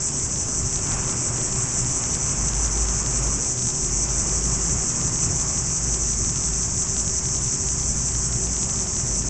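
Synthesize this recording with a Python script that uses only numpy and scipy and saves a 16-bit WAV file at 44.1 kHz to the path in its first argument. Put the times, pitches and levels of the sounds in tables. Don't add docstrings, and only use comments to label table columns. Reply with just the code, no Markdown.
import sys
import numpy as np
from scipy import signal
from scipy.io import wavfile
from scipy.ndimage import uniform_filter1d

SR = 44100
rng = np.random.default_rng(int(sys.argv[2]) if len(sys.argv) > 2 else 0)


def waveform_to_disk(signal):
    frames = np.transpose(np.atleast_2d(signal))
    scaled = np.clip(frames, -1, 1) * 32767
    samples = np.round(scaled).astype(np.int16)
    wavfile.write(sys.argv[1], SR, samples)


def decibels_to_gain(level_db):
    exponent = np.asarray(level_db, float) / 20
    return 10 ** exponent


N = 409688


def evened(x):
    return x / np.sqrt(np.mean(x ** 2) + 1e-20)


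def curve(rows):
    time_s, *columns = np.transpose(rows)
    return [np.interp(np.arange(N) / SR, time_s, column) for column in columns]


def wander(per_s):
    size = max(round(SR / per_s), 1)
    smooth = uniform_filter1d(rng.standard_normal(N), size)
    return evened(uniform_filter1d(smooth, size))


def hiss(spectrum, patchy_db):
    frames, hz = N // 256 + 5, np.fft.rfftfreq(1024, 1 / SR)
    real, imaginary, patches = rng.standard_normal((frames, 513, 3)).T
    patches = evened(uniform_filter1d(uniform_filter1d(patches, 12, 0), 14, 1))
    table_hz, table_db = np.transpose(spectrum)
    colour_db = np.interp(np.log(hz + 1), np.log(table_hz + 1), table_db)[:, None]
    cells = (real + 1j * imaginary) * decibels_to_gain(colour_db + patchy_db * patches)
    return evened(signal.istft(cells, nperseg=1024, noverlap=768)[1][:N])


def buckles(clicks_per_s, drift):
    count = np.cumsum(clicks_per_s * (1 + drift * wander(4))) / SR
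    return np.interp(np.arange(1, int(count[-1])), count, np.arange(N))


def pulses(at, size):
    where = np.floor(at)[:, None] + np.arange(-8, 9)
    offset = where - at[:, None]
    shape = np.sinc(offset) * np.cos(np.pi * offset / 20) ** 2
    places = np.clip(where, 0, N - 1).astype(int)
    return np.bincount(places.ravel(), (size[:, None] * shape).ravel(), N)


def body(modes):
    lowest_hz = 4840
    f = abs(np.fft.fftfreq(4096, 1 / SR))
    power = 0
    for hz, width, db in modes:
        peak = 1 / (1 + (2 * (f - hz) / width) ** 2)
        skirt = 1 / (1 + ((f - hz) / (1.56 * width)) ** 2)
        power = power + decibels_to_gain(2 * db) * peak * skirt
    low_cut = 1 + (lowest_hz / (f + 1)) ** 12
    log_gain = .5 * np.log(power / low_cut + 1e-12)
    return np.fft.ifft(np.exp(np.conj(signal.hilbert(log_gain)))).real[:2048]


def cicada(level_db, modes, at, shake_s, uneven_db, weak_side_db, far_side_s, rib_db):
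    # (delay [s], level [dB])
    echoes = [(.0093, -15), (.016, -15), (.027, -17)]
    rib_gap_s, rib_shake_s = .00177, .00003
    shake, uneven, rib_shake = rng.standard_normal((len(at), 3)).T
    side = np.arange(len(at)) % 2
    first = at + SR * (shake_s * shake + far_side_s * side)
    size = decibels_to_gain(uneven_db * uneven + weak_side_db * side)
    second = first + SR * (rib_gap_s + rib_shake_s * rib_shake)
    clicks = pulses(first, size) + pulses(second, size * decibels_to_gain(rib_db))
    ringing = evened(signal.oaconvolve(clicks, body(modes))[:N])
    direct = decibels_to_gain(level_db) * ringing
    thrown_back = sum(decibels_to_gain(db) * np.pad(direct, (round(s * SR), 0))[:N] for s, db in echoes)
    return direct + thrown_back


def throbbing():
    # (time of the gap [s], low ring level [dB], high ring level [dB])
    throbs = [(-0.06, -27, -25), (0.627, -26.5, -28), (1.315, -28, -24.5), (2.011, -25.5, -24.5),
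              (2.69, -25, -29), (3.381, -25.5, -26), (4.071, -25, -28), (4.762, -25.5, -26.5),
              (5.457, -25, -26.5), (6.158, -24.5, -28.5), (6.864, -25.5, -28), (7.58, -25, -29.5),
              (8.302, -27, -26), (9.045, -25.5, -30), (9.8, -24.5, -29.5)]
    # (share of its length [0-1], low ring [dB], high ring [dB])
    throb_shape = [(0, -12, -6), (.05, -7, -5), (.14, 0, -3.5), (.23, .5, -3), (.31, -2, -3),
                   (.6, -1.5, -1.5), (.72, .5, .5), (.8, .5, .5), (.87, -4, -1.5), (.95, -10, -5),
                   (1, -12, -6)]
    # (share of its length [0-1], rate [clicks per s])
    click_rate = [(0, 226), (.1, 238), (.2, 263), (.3, 278), (.5, 294), (.7, 330), (.8, 350), (.97, 360),
                  (1, 226)]
    gap_s = np.transpose(throbs)[0]
    throbs_done = np.interp(np.arange(N) / SR, gap_s, 4 * np.arange(len(gap_s)))
    share = throbs_done % 1
    low_effort_db, high_effort_db = curve(throbs)
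    at, low_shape, high_shape = np.transpose(throb_shape)
    low_db = low_effort_db + np.interp(share, at, low_shape) + 0.47 * wander(26)
    high_db = high_effort_db + np.interp(share, at, high_shape) + 1.5 * wander(26)
    return np.interp(share, *np.transpose(click_rate)), low_db, high_db


def near_cicada():
    # (pitch [Hz], width [Hz], level [dB])
    low_modes = [(5540, 200, -7.5), (5940, 170, -8), (6000, 170, 0.5), (6154, 140, 1.5), (6310, 200, -2),
                 (6860, 150, -8), (6950, 320, -3.5), (8025, 530, -0.5)]
    high_modes = [(6840, 280, -15), (7700, 260, -15.5), (7510, 400, -8.5), (7900, 270, -7.5),
                  (8240, 200, -1)]
    high_late_s = .0009
    clicks_per_s, low_db, high_db = throbbing()
    at = buckles(clicks_per_s, drift=.012)
    low = cicada(low_db, low_modes, at, shake_s=.000008, uneven_db=.7,
                 weak_side_db=-3.5, far_side_s=.0006, rib_db=-11)
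    high = cicada(high_db, high_modes, at + SR * high_late_s, shake_s=.000012, uneven_db=.7,
                  weak_side_db=-2, far_side_s=.0001, rib_db=-3)
    return low + high


def steady_cicada():
    # (pitch [Hz], width [Hz], level [dB])
    steady_modes = [(5900, 180, -8.5), (5640, 730, -12), (6000, 430, -5.5), (6638, 110, 3),
                    (7380, 173, 2.5)]
    # (time [s], level [dB])
    steady_level = [(0, -32.5), (1.5, -32), (3, -31), (4.5, -28.5), (6, -30), (7.5, -29), (9.3, -31)]
    at = buckles(331, drift=.015)
    return cicada(curve(steady_level)[0], steady_modes, at, shake_s=.00003, uneven_db=0.7,
                  weak_side_db=0.5, far_side_s=0.000202, rib_db=-5.5)


def far_chorus():
    # (pitch [Hz], relative level per Hz [dB])
    chorus = [(3600, -62.5), (4300, -45.5), (4600, -10), (5000, -10), (5390, 2.5), (6030, -8.5), (6500, 0),
              (7010, -10), (7600, 1), (8100, 16), (8500, -28.5)]
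    return decibels_to_gain(-33) * hiss(chorus, patchy_db=1.5)


def town_wash():
    # (pitch [Hz], relative level per Hz [dB])
    town = [(15, -39), (25, -8.5), (44, -2), (128, -1.5), (324, -17.5), (385, -15), (439, -27.5),
            (632, -22), (994, -27), (1460, -30.5), (2620, -30.5), (3700, -37), (4300, -42.5), (5590, -75),
            (9460, -120)]
    return decibels_to_gain(-32) * hiss(town, patchy_db=1.7)


def passing_cars():
    # (time [s], tyre roar [dB], rumble [dB])
    cars = [(0.0, -44, -43), (0.75, -42.5, -42.5), (0.93, -36.5, -40.5), (1.3, -40, -37), (1.6, -39, -41),
            (3.05, -38.5, -42), (3.34, -38.5, -35.5), (3.55, -45.5, -42.5), (3.96, -42.5, -48),
            (4.2, -39.5, -38.5), (5.4, -41, -41.5), (6.6, -43.5, -47.5), (7.2, -44.5, -50.5),
            (8.8, -43.5, -44), (9.29, -45, -41)]
    # (pitch [Hz], relative level per Hz [dB])
    roar_colour = [(60, -20.5), (200, 0), (500, -6.5), (1100, 0.5), (1500, -5), (2600, -14.5), (3500, -19),
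                   (5000, -57.5)]
    rumble_colour = [(60, -12.5), (150, 2), (300, 3.5), (480, -1.5), (700, -6.5), (1200, -45)]
    hiss_colour = [(1500, -30.5), (2000, -9.5), (2600, -5.5), (3000, -13), (3500, -23)]
    roar_db, rumble_db = curve(cars)
    roar = decibels_to_gain(roar_db) * hiss(roar_colour, patchy_db=1.0)
    rumble = decibels_to_gain(rumble_db) * hiss(rumble_colour, patchy_db=-1.0)
    hiss_db = -49.5 + 1.6 * (roar_db + 40)
    return roar + rumble + decibels_to_gain(hiss_db) * hiss(hiss_colour, patchy_db=2.5)


def resonate(x, hz, width):
    turn = np.exp(2j * np.pi * np.cumsum(hz * np.ones(N)) / SR)
    r = np.exp(-np.pi * width / SR)
    return 2 * (turn * signal.lfilter([1 - r], [1, -r], x / turn)).real


def wavering_tone(hz, level_db, width, clean):
    steady = np.sqrt(2) * np.sin(2 * np.pi * np.cumsum(hz * np.ones(N)) / SR)
    narrow_noise = resonate(rng.standard_normal(N), hz, width)
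    blurred = evened(resonate(narrow_noise, hz, width))
    return decibels_to_gain(level_db) * (np.sqrt(clean) * steady + np.sqrt(1 - clean) * blurred)


def low_traffic_tone():
    # (time [s], pitch [Hz], level [dB])
    low_tone = [(0.0, 56.4, -48), (0.7, 41.6, -35), (1.25, 48.3, -46), (1.7, 44, -43), (2.1, 49, -41),
                (2.45, 49.5, -28), (2.66, 53.5, -26.5), (3.0, 52, -31.5), (3.26, 51.52, -25),
                (3.52, 49.95, -44), (3.85, 43.45, -37), (3.98, 48.52, -28.5), (4.27, 53, -28),
                (4.81, 52.1, -32.5), (5.0, 53, -35.5), (5.6, 52.7, -35.5), (6.05, 52.9, -30),
                (6.5, 53.68, -32.5), (7.3, 55.5, -38), (7.92, 57.2, -30.5), (8.72, 56.3, -35.5),
                (8.95, 55.4, -44), (9.1, 50.7, -30), (9.29, 48.7, -26)]
    hz, level_db = curve(low_tone)
    return wavering_tone(hz, level_db + 0.5 * wander(16), width=12, clean=0.79)


def traffic_drone():
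    # (time [s], pitch [Hz], level [dB], level of the octave [dB])
    drone = [(0, 177, -92, -93), (3.6, 177.3, -65, -60.5), (4.1, 176.3, -50, -46), (4.5, 173, -39.5, -52),
             (4.7, 169.8, -39.5, -45), (5.7, 168.1, -41, -51.5), (6.2, 168.6, -45, -52),
             (6.8, 178.6, -41.5, -72), (7.4, 180.6, -51, -74), (8.3, 174.8, -40.5, -73),
             (9, 201, -41.5, -81), (9.3, 199.5, -41, -79)]
    hz, level_db, octave_db = curve(drone)
    low = wavering_tone(hz, level_db, width=9.3, clean=1.0)
    return low + wavering_tone(2 * hz, octave_db, width=3.3, clean=0.32)


def machinery_hums():
    # (pitch [Hz], level [dB], width of the blurring resonance [Hz], steady share of power [0-1])
    hums = [(121.9, -37.5, 8.8, 0.4), (140.9, -40.5, 2.7, 0.55), (239, -48, 11, 0.75),
            (383.8, -45.5, 20, 0.82)]
    return sum(wavering_tone(*hum) for hum in hums)


def scene():
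    insects = near_cicada() + steady_cicada() + far_chorus()
    traffic = town_wash() + passing_cars() + low_traffic_tone() + traffic_drone() + machinery_hums()
    return np.tile(insects + traffic, (2, 1))


def roll_off(x):
    return signal.sosfilt(signal.butter(12, 9130, fs=SR, output="sos"), x)


def record(dry):
    block_size, first_join = 256, 116
    steep = signal.firwin(504 * 80 + 1, 1 / 504, window=("kaiser", 8))
    low_rate = signal.resample_poly(dry[0], 185, 504, window=steep)
    n = np.arange(N * 160 // 441)
    block = (n + block_size - first_join) // block_size
    dropped = np.cumsum(rng.choice([2, 3, 3, 3, 3, 4], block[-1] + 1))
    joined = low_rate[np.minimum(n + dropped[block], len(low_rate) - 1)]
    full = signal.resample_poly(joined, 441, 160, window=("kaiser", 5.0))[:N]
    edge = signal.firwin(121, 8760, window=("kaiser", 7), fs=SR)
    full = np.convolve(np.pad(full, (0, N - len(full))), edge, "same")
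    return roll_off(np.tile(full, (2, 1)))


dry = scene()
out = record(dry)
waveform_to_disk(out)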